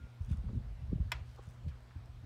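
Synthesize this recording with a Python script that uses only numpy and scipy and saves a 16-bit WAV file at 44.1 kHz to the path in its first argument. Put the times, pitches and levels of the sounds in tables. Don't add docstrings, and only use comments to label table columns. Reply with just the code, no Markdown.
import sys
import numpy as np
from scipy import signal
from scipy.fft import rfft, irfft
from scipy.io import wavfile
from scipy.ndimage import uniform_filter1d

SR = 44100
rng = np.random.default_rng(int(sys.argv[2]) if len(sys.argv) > 2 else 0)


def rack_gain(trim_db):
    fader = np.asarray(trim_db, float)
    return 10 ** (fader / 20)


def persist_wave(psi):
    counts = np.round(np.clip(psi, -1, 1) * 32767).astype(np.int16)
    wavfile.write(sys.argv[1], SR, np.atleast_2d(counts).T)


N = 99225


def evened(x):
    return x / np.sqrt(np.mean(x ** 2) + 1e-20)


def read(points, hz):
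    f, value = np.transpose(points)
    return np.interp(np.log(hz + 1), np.log(f + 1), value)


def add(mix, s, sound):
    part = mix[round(s * SR):][:len(sound)]
    part += sound[:len(part)]


def coloured(points, size):
    gain = rack_gain(read(points, np.fft.rfftfreq(size, 1 / SR)))
    return evened(irfft(rfft(rng.standard_normal(size)) * gain, size))


def resonate(x, hz, width_hz):
    turn = np.exp(2j * np.pi * np.cumsum(hz * np.ones(len(x))) / SR)
    r = np.exp(-np.pi * width_hz / SR)
    return 2 * (turn * signal.lfilter([1 - r], [1, -r], x / turn)).real


def resonate_twice(x, hz, first_width_hz, second_width_hz):
    return resonate(resonate(x, hz, first_width_hz), hz, second_width_hz)


def wander(s):
    k = max(int(s * SR), 1)
    return evened(uniform_filter1d(uniform_filter1d(rng.standard_normal(N), k), k))


def case_ring(t):
    # f/Hz, level/dB, t60/s
    modes = [(629, -4, 0.042), (1021, 1, 0.03), (1227, -8.5, 0.055), (1463, -3, 0.032), (1785, -13, 0.035),
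             (2040, 5, 0.027), (2565, 2, 0.024), (2750, -6, 0.01), (3095, -2, 0.025), (3316, -3.5, 0.04),
             (4140, -10, 0.035), (5030, -9, 0.03), (5374, -8, 0.029), (7570, -16, 0.027)]
    rise_s, slow_hz = 0.0028, 886
    rattle, rattle_s = 0.35, 0.005
    wobble = uniform_filter1d(rng.standard_normal((len(modes), len(t))), int(rattle_s * SR), axis=1)
    loose = 1 + rattle * evened(wobble)
    out = np.zeros(len(t))
    for (hz, db, t60), phase, rough in zip(modes, rng.random(len(modes)), loose):
        rise = np.minimum(t / rise_s / (1 + (slow_hz / hz) ** 2), 1) ** 2
        out += rise * rough * rack_gain(db - 60 * t / t60) * np.sin(2 * np.pi * (hz * t + phase))
    return out


def discharge_crack(t):
    # f/Hz, level/dB
    spectrum = [(300, -62), (550, -16.5), (2600, -3.5), (5250, -20), (5900, -22), (13500, -28.5),
                (15200, -22), (16500, -35)]
    split_hz = 6050
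    spark_db, spark_t60_s, spark_rise_s = -23, 0.018, 0.0027
    crack_db, crack_t60_s, crack_rise_s = -31, 0.035, 0.00096
    noise = coloured(spectrum, len(t))
    high = signal.sosfilt(signal.butter(N=4, Wn=split_hz, btype="high", fs=SR, output="sos"), noise)
    low = signal.sosfilt(signal.butter(N=4, Wn=split_hz, fs=SR, output="sos"), noise)
    spark = high * rack_gain(spark_db - 60 * t / spark_t60_s) * np.minimum(t / spark_rise_s, 1)
    crack = low * rack_gain(crack_db - 60 * t / crack_t60_s) * np.minimum(t / crack_rise_s, 1)
    return spark + crack


def room_tail(t):
    # f/Hz, t60/s
    decay = [(450, 0.46), (1500, 0.27), (4000, 0.3), (8000, 0.3), (15000, 0.065)]
    # f/Hz, level/dB
    colour = [(250, -12), (450, -0.5), (1100, 2.5), (2300, 3), (3600, -7), (5500, -14), (8000, -24),
              (15000, -31)]
    level_db, delay_s, rise_s = -51.5, 0.004, 0.0017
    hz, ft, z = signal.stft(rng.standard_normal(len(t)), SR, nperseg=256)
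    gain_db = read(colour, hz)[:, None] - 60 * ft / read(decay, hz)[:, None]
    tail = signal.istft(z * rack_gain(gain_db), SR, nperseg=256)[1][:len(t)]
    tail = tail * np.clip((t - delay_s) / rise_s, 0, 1)
    return rack_gain(level_db) * tail / np.std(tail[:SR // 50])


def snap():
    # delay/s, level/dB
    echoes = [
        (.0043, -16.5),
        (.0081, -23),
        (0.0115, -16),
    ]
    snap_s, ring_db = 1.1177, -28.5
    t = np.arange(SR // 2) / SR
    direct = rack_gain(ring_db) * case_ring(t) + discharge_crack(t)
    out = np.zeros(N)
    for delay_s, db in echoes:
        add(out, snap_s + delay_s, rack_gain(db) * uniform_filter1d(direct, size=4))
    add(out, snap_s, direct + room_tail(t))
    return out


def bumps():
    # centre t/s, peak level/dB, f/Hz, length/cycles
    heavy = [(0.212, -27, 84.6, 1), (0.235, -35, 50, 1.14), (0.289, -38, 113, 3), (0.294, -34.5, 55.3, 2.4),
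             (0.312, -26.5, 120, 1.14), (0.322, -29.5, 74, 3.3), (0.381, -34.5, 70.3, 2.6),
             (0.442, -34.5, 79, 0.27), (0.463, -33.5, 69, 1.4), (0.489, -39, 120, 2.8),
             (0.531, -47, 70.4, 1.2), (0.55, -30, 69.6, 2.1), (0.573, -29, 112.5, 2.4),
             (0.622, -41, 56.4, 0.48), (0.716, -37.5, 52, 3), (0.831, -37.5, 120, 2.1),
             (0.834, -33.5, 68.4, 2.64), (0.917, -40.5, 56.2, 7.1), (0.933, -25.5, 160, 1.32),
             (0.959, -27, 118, 1.3), (0.983, -37.5, 77, 0.8), (1.0, -33.5, 147, 1.35),
             (1.011, -25.0, 64.6, 1.83), (1.059, -36.5, 111.5, 1.9), (1.155, -36.5, 63.6, 2.55),
             (1.216, -32.5, 83.3, 0.99), (1.674, -38, 148.5, 3.3), (1.672, -34, 80, 3.54),
             (1.715, -45, 59.7, 5.2), (1.963, -34.5, 77.6, 1.22)]
    # centre t/s, peak level/dB, f/Hz, length/cycles
    light = [(0.297, -49.5, 224, 5.9), (0.312, -38, 203, 1.1), (0.336, -49, 220, 1.6),
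             (0.347, -38.5, 191, 1.8), (0.451, -43.5, 187, 3.7), (0.475, -44, 186, 3.1),
             (0.501, -43, 214, 2.2), (0.534, -42, 240, 1.1), (0.544, -42.5, 194, 6.3),
             (0.556, -42.5, 262, 0.94), (0.564, -40, 245, 5.7), (0.922, -42, 246, 1.3),
             (0.926, -50, 441, 7.8), (0.93, -26.5, 248, 0.67), (0.94, -71, 194, 2.1),
             (0.957, -39.5, 203, 1.7), (1.006, -39, 196, 2.8), (1.289, -43, 61.3, 1.8),
             (1.479, -38, 106.4, 0.87), (1.666, -47.5, 209, 0.87), (1.677, -52.5, 193, 3.7),
             (1.983, -41.5, 110, 2.5), (2.099, -42.5, 55, 0.72), (1.961, -49, 227, 1.5),
             (1.667, -57.5, 314, 2.1), (1.485, -44.5, 59.6, 1.5), (2.24, -43.5, 65, 1.1),
             (0.584, -52.5, 327, 1.8), (0.985, -52.5, 338, 2.7), (0.701, -47, 105, 2.5)]
    # t/s, level/dB
    pressure = [(0, -42), (0.199, -73), (.3, -44), (.58, -40.5), (0.801, -53.5), (0.928, -38), (1.05, -45),
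                (1.25, -55.5), (1.6, -54.5), (1.679, -41), (1.8, -61), (1.92, -60), (1.98, -53.5),
                (2.25, -54.5)]
    # f/Hz, level/dB
    rumble_spectrum = [(20, -57), (40, 3), (62, 6.5), (110, -5), (200, -16.5), (320, -31), (600, -33.5),
                       (1200, -76)]
    lump_db, lump_s = 2.5, 0.012
    rise_share, pitch_sag = 0.62, 0.087
    rumble = evened(coloured(rumble_spectrum, N) * rack_gain(lump_db * wander(lump_s)))
    out = rack_gain(np.interp(np.arange(N) / SR, *np.transpose(pressure))) * rumble
    for s, db, hz, cycles in [*heavy, *light]:
        u = np.arange(-2, 3, hz / cycles / SR)
        shape = np.exp(-2 * np.where(u < 0, u / rise_share, u) ** 2)
        turns = cycles * (u - pitch_sag * u * u) + rng.random()
        add(out, s - 2 * cycles / hz, rack_gain(db) * shape * np.cos(2 * np.pi * turns))
    return out


def creaks():
    # start t/s, length/s, level/dB, centre f/Hz, slip rate/Hz, width/centre
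    rubs = [(0.21, 0.23, -86, 6481, 550, 0.56), (0.291, 0.07, -71.5, 2480, 1140, 1),
            (0.296, 0.076, -79.5, 7407, 1100, 0.44), (.328, 0.0099, -65.5, 1490, 660, 0.28),
            (0.483, .013, -63.5, 970, 990, 0.5), (0.489, 0.033, -60, 430, 880, 0.38),
            (.92, 0.017, -65.5, 630, 390, 0.22), (0.673, 0.058, -74, 235.4, 320, 0.38),
            (0.975, 0.049, -63, 310, 205, 0.22), (1.254, 0.15, -76, 3670, 1600, 0.84),
            (1.382, 0.019, -56.5, 437, 1040, 0.27), (1.375, 0.018, -61.5, 805, 1000, 0.068),
            (1.374, 0.024, -64.5, 1100, 1270, 0.11), (1.401, 0.068, -70.5, 1290, 520, 0.93),
            (1.42, 0.18, -82, 6944, 1000, 0.41), (1.679, 0.035, -67.5, 2380, 900, 0.97),
            (1.71, 0.032, -70, 1380, 1000, 0.35), (1.908, 0.0097, -66, 1620, 770, 0.29),
            (1.957, 0.021, -63.5, 244.4, 400, 0.19), (2.235, 0.024, -57.5, 203, 280, 0.43)]
    # start t/s, length/s, level/dB, centre f/Hz, slip rate/Hz, width/centre
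    pings = [
        (.291, .005, -70, 3400, 900, .08),
        (.316, .008, -69, 3550, 900, .08),
        (.33, .01, -70, 3400, 900, .07),
        (.315, .006, -66, 2500, 900, .15),
    ]
    size = 6000
    t = np.arange(size) / SR
    out = np.zeros(N)
    for s, length_s, db, hz, rate_hz, share in [*rubs, *pings]:
        chance, strength = rng.random((2, size))
        slips = evened((chance < rate_hz / SR) * (0.3 + strength))
        slips = slips + 0.5 * rng.standard_normal(size)
        swell = np.sqrt(abs(np.sin(np.pi * np.clip(t / length_s, 0, 1) ** 0.5)))
        slips = slips * swell * (t < length_s)
        body = resonate_twice(slips, hz, share * hz, 2 * share * hz)
        add(out, s, rack_gain(db) * body / np.sqrt(np.sum(body ** 2) / (length_s * SR)))
    return out


def ticks():
    # t/s, peak level/dB
    tick_times = [(0.209, -66), (0.2213, -62), (0.235, -68), (0.2474, -60), (0.252, -67), (0.2609, -62),
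                  (0.2997, -61), (0.29, -65), (0.3034, -65), (0.3124, -68), (0.3168, -54.5), (0.3235, -67),
                  (0.3314, -58), (0.3695, -66), (0.3726, -58), (0.3824, -64.5), (0.5544, -65),
                  (0.8744, -69), (1.3326, -69), (1.35, -66), (1.362, -58.5), (1.4272, -63.5), (1.437, -63),
                  (1.457, -67), (1.4691, -62.5), (1.4884, -62), (1.493, -64), (1.5007, -58.5),
                  (1.5097, -63), (1.695, -64), (1.8064, -64), (2.0577, -62)]
    # f/Hz, width/Hz, level/dB
    resonances = [(2500, 900, -9), (3500, 1200, -7), (5900, 2800, 0), (8700, 2200, -2), (13500, 4500, -16)]
    t60_s, tint_db, size = 0.004, 1.8, 300
    i = np.arange(size)
    fade = rack_gain(-60 * i / SR / t60_s) * np.minimum(i / 15, 1)
    out = np.zeros(N)
    for s, db in tick_times:
        scrape = rng.standard_normal(size) * fade
        tick = np.zeros(size)
        for hz, width_hz, gain_db in resonances:
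            gain = rack_gain(gain_db + tint_db * rng.standard_normal())
            tick += gain * resonate_twice(scrape, hz, width_hz, width_hz)
        add(out, s, rack_gain(db + 2.5) * tick / abs(tick).max())
    return out


def hum():
    # f/Hz, rms level/dB, waver width/Hz, share of the charge sag
    lines = [
        (120, -54.5, 4.37, 0),
        (239.3, -73, 26, 0),
        (8160, -92, 80, 0.99),
        (11700, -96.5, 60, 0),
    ]
    # t/s, shift/Hz
    sag = [
        (0, 0),
        (1.34, 0),
        (1.36, -270),
        (1.8, -200),
        (2.25, -70),
    ]
    ring_hz, ring_db, ring_t60_s = 1408, -64, 0.7
    t = np.arange(N) / SR
    out = rack_gain(ring_db - 60 * t / ring_t60_s) * np.sin(2 * np.pi * ring_hz * t)
    for start_hz, db, width_hz, share in lines:
        hz = start_hz + share * np.interp(t, *np.transpose(sag))
        fuzz = evened(resonate_twice(rng.standard_normal(N), hz, width_hz, width_hz))
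        tone = np.sin(2 * np.pi * np.cumsum(hz) / SR)
        out = out + rack_gain(db) * evened(tone + 0.51 * fuzz)
    return out


def air():
    # f/Hz, level/dB
    spectrum = [(100, -3), (300, 0), (700, 1), (1800, -5), (4500, -13), (6500, -19.5), (10000, -25.5),
                (16000, -30)]
    level_db, patch_db = -66.5, 1.5
    hz, ft, z = signal.stft(coloured(spectrum, N), SR, nperseg=1024, noverlap=768)
    patches = uniform_filter1d(rng.standard_normal(z.shape), 10, 0)
    patches = evened(uniform_filter1d(patches, 12, 1))
    patchy = signal.istft(z * rack_gain(patch_db * patches), SR, nperseg=1024, noverlap=768)[1][:N]
    return rack_gain(level_db) * evened(patchy)


def scene():
    return (snap() + bumps() + creaks() + ticks() + hum() + air())[None]


def roll_off(x):
    return signal.sosfilt(signal.butter(12, 16490, fs=SR, output="sos"), x)


def record(dry):
    low_cut_hz, edge_hz = 35.8, 15950
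    cut = signal.sosfilt(signal.butter(N=3, Wn=low_cut_hz, btype="high", fs=SR, output="sos"), dry)
    limited = signal.oaconvolve(cut, signal.firwin(numtaps=61, cutoff=edge_hz, fs=SR)[None], "same")
    return roll_off(limited)


dry = scene()
out = record(dry)
persist_wave(out)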